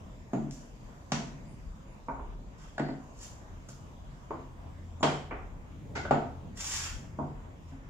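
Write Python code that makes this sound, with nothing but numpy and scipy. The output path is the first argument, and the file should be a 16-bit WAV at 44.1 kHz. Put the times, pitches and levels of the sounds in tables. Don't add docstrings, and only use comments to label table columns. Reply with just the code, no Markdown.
import sys
import numpy as np
from scipy import signal
from scipy.fft import rfft, irfft
from scipy.io import wavfile
from scipy.ndimage import uniform_filter1d

SR = 44100
rng = np.random.default_rng(int(sys.argv[2]) if len(sys.argv) > 2 else 0)


def waveform_to_disk(signal):
    frames = np.transpose(np.atleast_2d(signal))
    scaled = np.clip(frames, -1, 1) * 32767
    samples = np.round(scaled).astype(np.int16)
    wavfile.write(sys.argv[1], SR, samples)


def how_loud(loudness_db):
    steps = np.asarray(loudness_db, float) / 20
    return 10 ** steps


N = 347949

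# start_s, blow_db, contact_ms, bench_ring_db, direct_db (against the room)
KNOCK_EVENTS = [(.333, -25.5, 0.64, -3.5, -6), (.51, -58.5, 0.22, -20, 1), (1.119, -29, 1.5, -14.5, -4.5),
                (1.4, -49.5, 0.58, 2, -27), (2.084, -34, 0.46, 6.5, -8), (2.19, -46, 1.8, -11, -5),
                (2.58, -66, .5, -20, -15), (2.779, -39.5, 1.57, -4, -1.5), (2.793, -30, 2.34, -1.5, -1),
                (2.885, -37, 1.7, 4.5, -3), (3.686, -49, 1.6, 7.5, 0), (4.305, -34.5, 0.87, -3, -8),
                (5.005, -47, 1.23, -14, -4), (5.028, -22, 1.2, 0, -6.5), (5.308, -37, 2.3, -4, -7.5),
                (5.95, -32.5, 2.65, 2, -20), (6.049, -39, 2, -8, -2), (6.109, -21, 0.32, 2, -8.5),
                (7.186, -31.5, 0.94, 1.5, -7), (7.72, -53, 1, 53, 6.5), (1.198, -38, 3, 10.5, -5.5),
                (5.037, -32.5, 0.38, -14, -17)]
KNOCK_PIECE = [0, 1, 2, 0, 3, 7, 1, 4, 5, 5, 6, 7, 13, 8, 9, 10, 11, 12, 13, 0, 5, 9]
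# thud_hz, thud_db, ring_hz, overtone_hz, overtone_db
PIECE_BODIES = [(252, 17, 693, 1400, -32), (260, -50, 5800, 2000, -16), (194, 13, 730, 1030, -5),
                (203.1, -21, 1030, 2300, -22), (300, -25, 700, 1590, 5), (277, 11, 710, 1910, -9.5),
                (148, 7.5, 545, 1310, -1), (337, 3, 1010, 2260, -28), (293, 1.5, 716, 1014, -1.5),
                (394, -0.5, 740, 1130, -4), (306, 5.5, 770, 1510, 1.5), (300, -4, 600, 1460, 3.5),
                (282, -6.5, 746, 1240, -14), (265, 9, 706, 1007, 2.5)]
# rolloff_db_per_oct, top_edge_hz, tick_hz, tick_db (against the ring)
PIECE_TOUCHES = [(12.5, 11500, 6760, -22.5), (9, 9600, 7400, 2), (3.5, 7350, 5900, -7.5),
                 (19.5, 2300, 6800, -58), (8, 8100, 3700, -28), (11, 8800, 7400, -34),
                 (4.5, 12000, 6400, 0), (22.5, 4200, 6800, -62), (6, 7900, 3160, -11),
                 (3, 2360, 5800, -26.5), (4.5, 6900, 2090, 2), (7.5, 3300, 3700, -33),
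                 (12.5, 8300, 7100, -37.5), (12.5, 1500, 6800, -60)]
# mode_hz, gain_db, t60_s
BENCH_MODES = [(148.9, 9, 0.27), (234.4, -2.5, 0.55), (267.7, 1.5, 0.27), (370, -23.5, 0.21),
               (698, -0.5, 0.17), (749, -2.5, 0.55), (943, -1.5, 0.042), (1543, -4, 0.024)]
THUD_OCT, RING_OCT, TICK_OCT = 0.43, 0.16, 0.084
SHAKE_HZ, SHAKE_OCT, SHAKE_DB = 144, 0.17, -3.5
LOW_EDGE_HZ, EDGE_DB_PER_OCT = 123, 35.5
SKIRT_DB, BELOW_DB_PER_OCT = 0, 2.5

# start_s, rise_s, fall_s, hiss_db, body_db (against the hiss)
STROKES = [
    (.513, .004, 0.27, -51.5, -22),
    (2.585, .015, 0.33, -60.5, 0.5),
    (3.06, 0.18, 0.13, -46.5, -16),
    (3.684, 0.0017, 0.081, -47, -20),
    (7.66, 0.032, .06, -60.5, 0),
    (3.205, .01, .1, -48, -13),
]
# time_s, hiss_db, body_db (against the hiss)
BOTTLE_DRAG = [
    (6.54, -68, 4),
    (6.56, -49.5, -8),
    (6.61, -39.5, -6),
    (6.68, -36.5, -12),
    (6.73, -35.5, -5.5),
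    (6.82, -39, -5),
    (6.908, -52.5, 6),
    (7.006, -93, -22),
    (7.04, -88, 3),
]
# freq_hz, density_db_per_hz
GRAIN_HISS = [(2120, -24), (3600, -13.5), (4310, -10.5), (5010, -7), (5820, -2), (7110, -2.5),
              (8790, -11.5), (13400, -27.5), (14800, -25), (16000, -35)]
# freq_hz, density_db_per_hz
HOLLOW_BODY = [(290, -8), (500, -20.5), (794, -7), (876, -2), (1020, -4.5), (1750, 0), (2270, -5),
               (3220, -3), (4200, -23), (5460, -16), (9240, -120)]
RISE_DB, FALL_DB = -36, -41
BODY_STAYS = 0.48

# start_s, length_s, pitch_hz, first_db, last_db
SKIN_SQUEAKS = [
    (2.76, .19, 4460, -69, -70),
    (4.995, .03, 7130, -70, -60),
]

# start_s, length_s, top_hz, top_after_s, level_db
BIRD_PEEPS = [
    (1.0, .05, 9980, .045, -85),
    (1.46, .11, 9500, 0.063, -74.5),
    (1.865, 0.11, 10600, 0.0021, -83),
]
DROOP_HZ, DROOP_S, DROOP_BEND, PEEP_ENDS_DB = 480, 0.04, 1.5, -12

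# freq_hz, t60_s
ROOM_T60 = [(100, 0.67), (260, 0.59), (700, 0.45), (1840, 0.53), (4850, 0.49)]
# freq_hz, likeness
ROOM_LIKENESS = [(100, 0.82), (300, 0.93), (700, 0.39), (1500, 0.045), (4000, 0.044), (15000, 0.018)]
# freq_hz, gain_db
MIC_PORT = [(20, -2), (3300, 0.5), (4000, -1), (4700, 1), (6500, -1), (7250, 4.5), (7900, -4.5), (15500, 2),
            (16100, -37)]
LEFT_LAG_SAMPLES = 5

# centre_s, width_s, swell_db
WHEEL_GUSTS = [
    (.85, 0.033, 9),
    (1.68, 0.062, 14),
    (2.27, 0.18, 11.5),
    (4.1, 0.1, 5),
    (5.48, 0.21, 10),
    (6.95, 0.05, 13.5),
    (7.38, 0.089, 5.5),
]
# time_s, nearness_db
ENGINE_NEARNESS = [(0, 7), (.6, -5.5), (1.3, 2), (2.4, -5.5), (3.0, -4), (3.7, 7.5), (4.3, 3), (4.7, 9.5),
                   (5.1, 4.5), (5.5, 4.5), (6.0, 12.5), (6.7, 5.5), (6.95, 10.5), (7.2, 7), (7.89, 4)]
DEEP_DB, DRONE_DB, HUM_DB, ROAR_DB = -52.5, -56.5, -67, -66
DRONE_HZ, HUM_FOLLOWS, ROAR_FOLLOWS = 84.25, 1.01, 0.77

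# freq_hz, density_db_per_hz
AIR_WASH = [(65, -36.5), (110, -6.5), (163, -6), (199, -8.5), (301, -15), (414, -18), (597, -15.5),
            (786, -19), (958, -17), (1100, -20), (1320, -25.5), (3500, -36), (4000, -39), (5460, -64.5),
            (9240, -120)]
# freq_hz, likeness
AIR_LIKENESS = [(60, 0.26), (180, 0.96), (550, 0.34), (1650, -0.33), (4970, 0.04), (15000, 4)]
# freq_hz, density_db_per_hz
AIR_FIZZ = [(2470, -30), (4150, -19), (4570, -4.5), (5080, -4.5), (5640, -5.5), (7050, -1), (9310, -20),
            (10100, -17.5), (13000, -20), (15000, -15.5), (15900, -53)]
# centre_s, width_s, swell_db
FIZZ_SWELLS = [
    (1.0, 1, 4.5),
    (3.5, 1, 3.5),
]
AIR_DB, FIZZ_DB = -54, -75


def knock(row, piece, spread_db=32):
    blow_db, contact_ms, ring_db = row[1:4]
    t = np.arange(SR // 2) / SR
    contact = chatter(np.clip(contact_ms, .05, 12), size=len(t))
    struck = signal.fftconvolve(contact, causal(piece))[:len(t)]
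    hz, db, t60 = np.transpose(BENCH_MODES)[..., None]
    peak_scale = 2 * np.log(1000) / (t60 * SR)
    modes = how_loud(ring_db + 1.5 + db - 60 * t / t60) * np.sin(2 * np.pi * hz * t) * peak_scale
    bench = modes.sum(0)
    bench[0] = 1
    sound = signal.fftconvolve(struck, bench)[:len(t)]
    return how_loud(blow_db + spread_db) * sound / np.linalg.norm(sound)


def chatter(contact_ms, size, bounce=0.58):
    x = np.zeros(size)
    x[0] = 1
    gaps = 1 + (contact_ms * SR / 1000 * rng.uniform(.1, 1, 4)).astype(int)
    for gap in gaps:
        taps = np.zeros(gap + 1)
        taps[[0, -1]] = 1, bounce
        x = signal.lfilter(taps[::-1], taps, x)
    return x


def colour(thud_hz, thud_db, ring_hz, over_hz, over_db, fall_db, top_hz, tick_hz, tick_db):
    hz = np.geomspace(30, 22050, 240)
    lobes = [(thud_db, thud_hz, THUD_OCT), (thud_db + SHAKE_DB, SHAKE_HZ, SHAKE_OCT), (0, ring_hz, RING_OCT),
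             (over_db, over_hz, RING_OCT), (tick_db, tick_hz, TICK_OCT)]
    above_oct = np.log2(hz / ring_hz)
    gain = how_loud(SKIRT_DB - np.maximum(fall_db * above_oct, -BELOW_DB_PER_OCT * above_oct))
    for db, centre_hz, width_oct in lobes:
        gain = gain + how_loud(db - 7.37 * (np.log2(hz / centre_hz) / width_oct) ** 2)
    outside_oct = np.maximum(np.log2(hz / top_hz), np.log2(LOW_EDGE_HZ / hz))
    outside_oct = np.maximum(outside_oct, 0)
    return np.transpose([hz, 20 * np.log10(gain) - EDGE_DB_PER_OCT * outside_oct])


def rub(rows, slips_per_s=5000, uneven_db=3.0):
    s, hiss_db, body_db = np.transpose(rows)
    t = np.arange(s[0], s[-1], 1 / SR)
    slips = rng.standard_normal(len(t)) * (rng.random(len(t)) < slips_per_s / SR)
    unevenness = evened(uniform_filter1d(rng.standard_normal(len(t)), 300))
    slips *= how_loud(uneven_db * unevenness)
    body = how_loud(np.interp(t, s, body_db)) * coloured(slips, HOLLOW_BODY)
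    mix = coloured(slips, GRAIN_HISS) + body
    return how_loud(np.interp(t, s, hiss_db)) * mix * signal.windows.tukey(len(t), .08)


def stroke(start, rise, fall, hiss_db, body_db):
    drop_db = np.array([RISE_DB, 0, FALL_DB])
    time_s = start + np.cumsum([0, rise, fall])
    return np.transpose([time_s, hiss_db + drop_db, body_db - BODY_STAYS * drop_db])


def squeak(start, length, hz, first_db, last_db, width_hz=60):
    u = np.arange(0, length, 1 / SR) / length
    level = how_loud(first_db + (last_db - first_db) * u)
    return level * fuzzy(hz + 0 * u, width_hz) * signal.windows.tukey(len(u), .3)


def peep(start, length, top_hz, top_s, db):
    t = np.arange(0, length, 1 / SR)
    hz = top_hz - DROOP_HZ * (abs(t - top_s) / DROOP_S) ** DROOP_BEND
    tone = np.sqrt(2) * np.sin(2 * np.pi * np.cumsum(hz) / SR)
    level = how_loud(db + PEEP_ENDS_DB * (2 * t / length - 1) ** 2)
    return level * tone * signal.windows.tukey(len(t), .3)


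def room_tail(gap_s=0.00089, build_s=0.00042, knee_s=0.42, cut_db=8, early_db=3, early_s=0.0058):
    t = np.arange(SR) / SR
    build = 1 - np.exp(-np.maximum(t - gap_s, 0) / build_s)
    taps = paired(*rng.standard_normal((2, SR)), ROOM_LIKENESS) * build
    hz, frame_s, z = signal.stft(taps, SR, nperseg=512)
    decay = how_loud(-60 * frame_s / read(ROOM_T60, hz)[:, None])
    tail = signal.istft(z * decay, SR, nperseg=512)[1][:, :SR]
    tail = tail * (t > gap_s) * how_loud(early_db * np.exp(-t / early_s) - cut_db * (t / knee_s) ** 4)
    return tail / np.linalg.norm(tail, axis=1)[:, None]


def heard(x, tail, direct_db):
    x = np.pad(x, (0, SR))
    direct = np.array([np.roll(x, LEFT_LAG_SAMPLES), x])
    return how_loud(direct_db) * direct + signal.fftconvolve(x[None], tail, axes=1)[:, :len(x)]


def traffic(drone_width_hz=7, drone_share=0.71, hum_hz=131):
    t = np.arange(N) / SR
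    near_db = np.interp(t, *np.transpose(ENGINE_NEARNESS))
    deep_db = DEEP_DB + swells(WHEEL_GUSTS)
    drone_db = DRONE_DB + near_db
    a, b, c, d = rng.standard_normal((4, N))
    likeness = [(20, 1.0), (200, 0.56)]
    deep = evened(band(band(paired(a, b, likeness), 25, 55.5), 26.7, 76))
    wide = evened(band(band(paired(c, d, likeness), 72, 129.5), 59.6, 130))
    narrow = fuzzy(DRONE_HZ + 0 * t, drone_width_hz)
    drone = evened(drone_share * narrow + (1 - drone_share) * wide)
    hum = how_loud(HUM_DB + HUM_FOLLOWS * near_db) * fuzzy(hum_hz + 0 * t, width_hz=3.9)
    roar = evened(band(band(paired(d, a, likeness), 154, 310), 140, 366))
    roar = how_loud(ROAR_DB + ROAR_FOLLOWS * near_db) * roar
    balance = how_loud([[.8], [-.8]])
    return balance * (how_loud(deep_db) * deep + how_loud(drone_db) * drone) + hum + roar


def air(patchy_db=-2.15):
    left, right = [coloured(rng.standard_normal(N), AIR_WASH) for _ in range(2)]
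    wash = how_loud(AIR_DB) * paired(left, right, AIR_LIKENESS)
    fizz = np.array([coloured(rng.standard_normal(N), AIR_FIZZ) for _ in range(2)])
    wash += how_loud(FIZZ_DB + swells(FIZZ_SWELLS)) * fizz
    z = signal.stft(wash, nperseg=1024)[2]
    patches = uniform_filter1d(rng.standard_normal(z.shape[1:]), 16, 0)
    patches = evened(uniform_filter1d(patches, 12, 1))
    return how_loud(1.0) * signal.istft(z * how_loud(patchy_db * patches), nperseg=1024)[1][:, :N]


def swells(events):
    t = np.arange(N) / SR
    return sum(db * np.exp(-((t - s) / width) ** 2) for s, width, db in events)


def fuzzy(hz, width_hz):
    a, b = rng.standard_normal((2, len(hz)))
    slow = signal.lfilter([1], [1, -np.exp(-np.pi * width_hz / SR)], a + 1j * b)
    return evened((slow * np.exp(2j * np.pi * np.cumsum(hz) / SR)).real)


def causal(points):
    hz = abs(np.fft.fftfreq(8192, 1 / SR))
    log_gain = np.log(how_loud(np.maximum(read(points, hz), -90)))
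    pulse = np.fft.ifft(np.exp(signal.hilbert(log_gain).conj())).real[:4096]
    return pulse / np.linalg.norm(pulse)


def coloured(x, points):
    gain = how_loud(read(points, np.fft.rfftfreq(len(x), 1 / SR)))
    return evened(irfft(rfft(x) * gain, len(x)))


def paired(a, b, likeness):
    same = np.clip(read(likeness, np.fft.rfftfreq(len(a), 1 / SR)), -1, 1)
    return np.array([a, irfft(same * rfft(a) + np.sqrt(1 - same ** 2) * rfft(b), len(a))])


def band(x, lo_hz, hi_hz):
    return signal.sosfilt(signal.butter(2, [lo_hz, hi_hz], "band", fs=SR, output="sos"), x)


def evened(x):
    return x / np.sqrt(np.mean(x ** 2) + 1e-20)


def read(points, hz):
    f, value = np.transpose(points)
    return np.interp(np.log(hz + 1), np.log(f + 1), value)


def add(mix, s, sound):
    part = mix[..., round(s * SR):][..., :sound.shape[-1]]
    part += sound[..., :part.shape[-1]]


def scene():
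    near = np.zeros((2, N))
    tails = [room_tail() for _ in range(5)]
    for k, row in enumerate(KNOCK_EVENTS):
        piece = KNOCK_PIECE[k]
        spectrum = colour(*PIECE_BODIES[piece], *PIECE_TOUCHES[piece])
        add(near, row[0], heard(knock(row, spectrum), tails[k % 5], direct_db=row[4]))
    rubs = [stroke(*row) for row in STROKES] + [BOTTLE_DRAG]
    for k, rows in enumerate(rubs):
        add(near, rows[0][0], how_loud(-2.0) * heard(rub(rows), tails[k % 5], direct_db=-5))
    for row in SKIN_SQUEAKS:
        add(near, row[0], heard(squeak(*row), how_loud(-6) * tails[1], direct_db=6))
    for row in BIRD_PEEPS:
        add(near, row[0], how_loud(-2.5) * heard(peep(*row), how_loud(2) * tails[0], direct_db=4))
    port = causal(MIC_PORT)[None]
    near = how_loud(-1.0) * signal.oaconvolve(near, port, axes=1)[:, :N]
    return near + air() + traffic()


def top_cut(x):
    return signal.sosfilt(signal.butter(12, 16360, fs=SR, output="sos"), x)


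def record(dry):
    return top_cut(dry)


dry = scene()
out = record(dry)
waveform_to_disk(out)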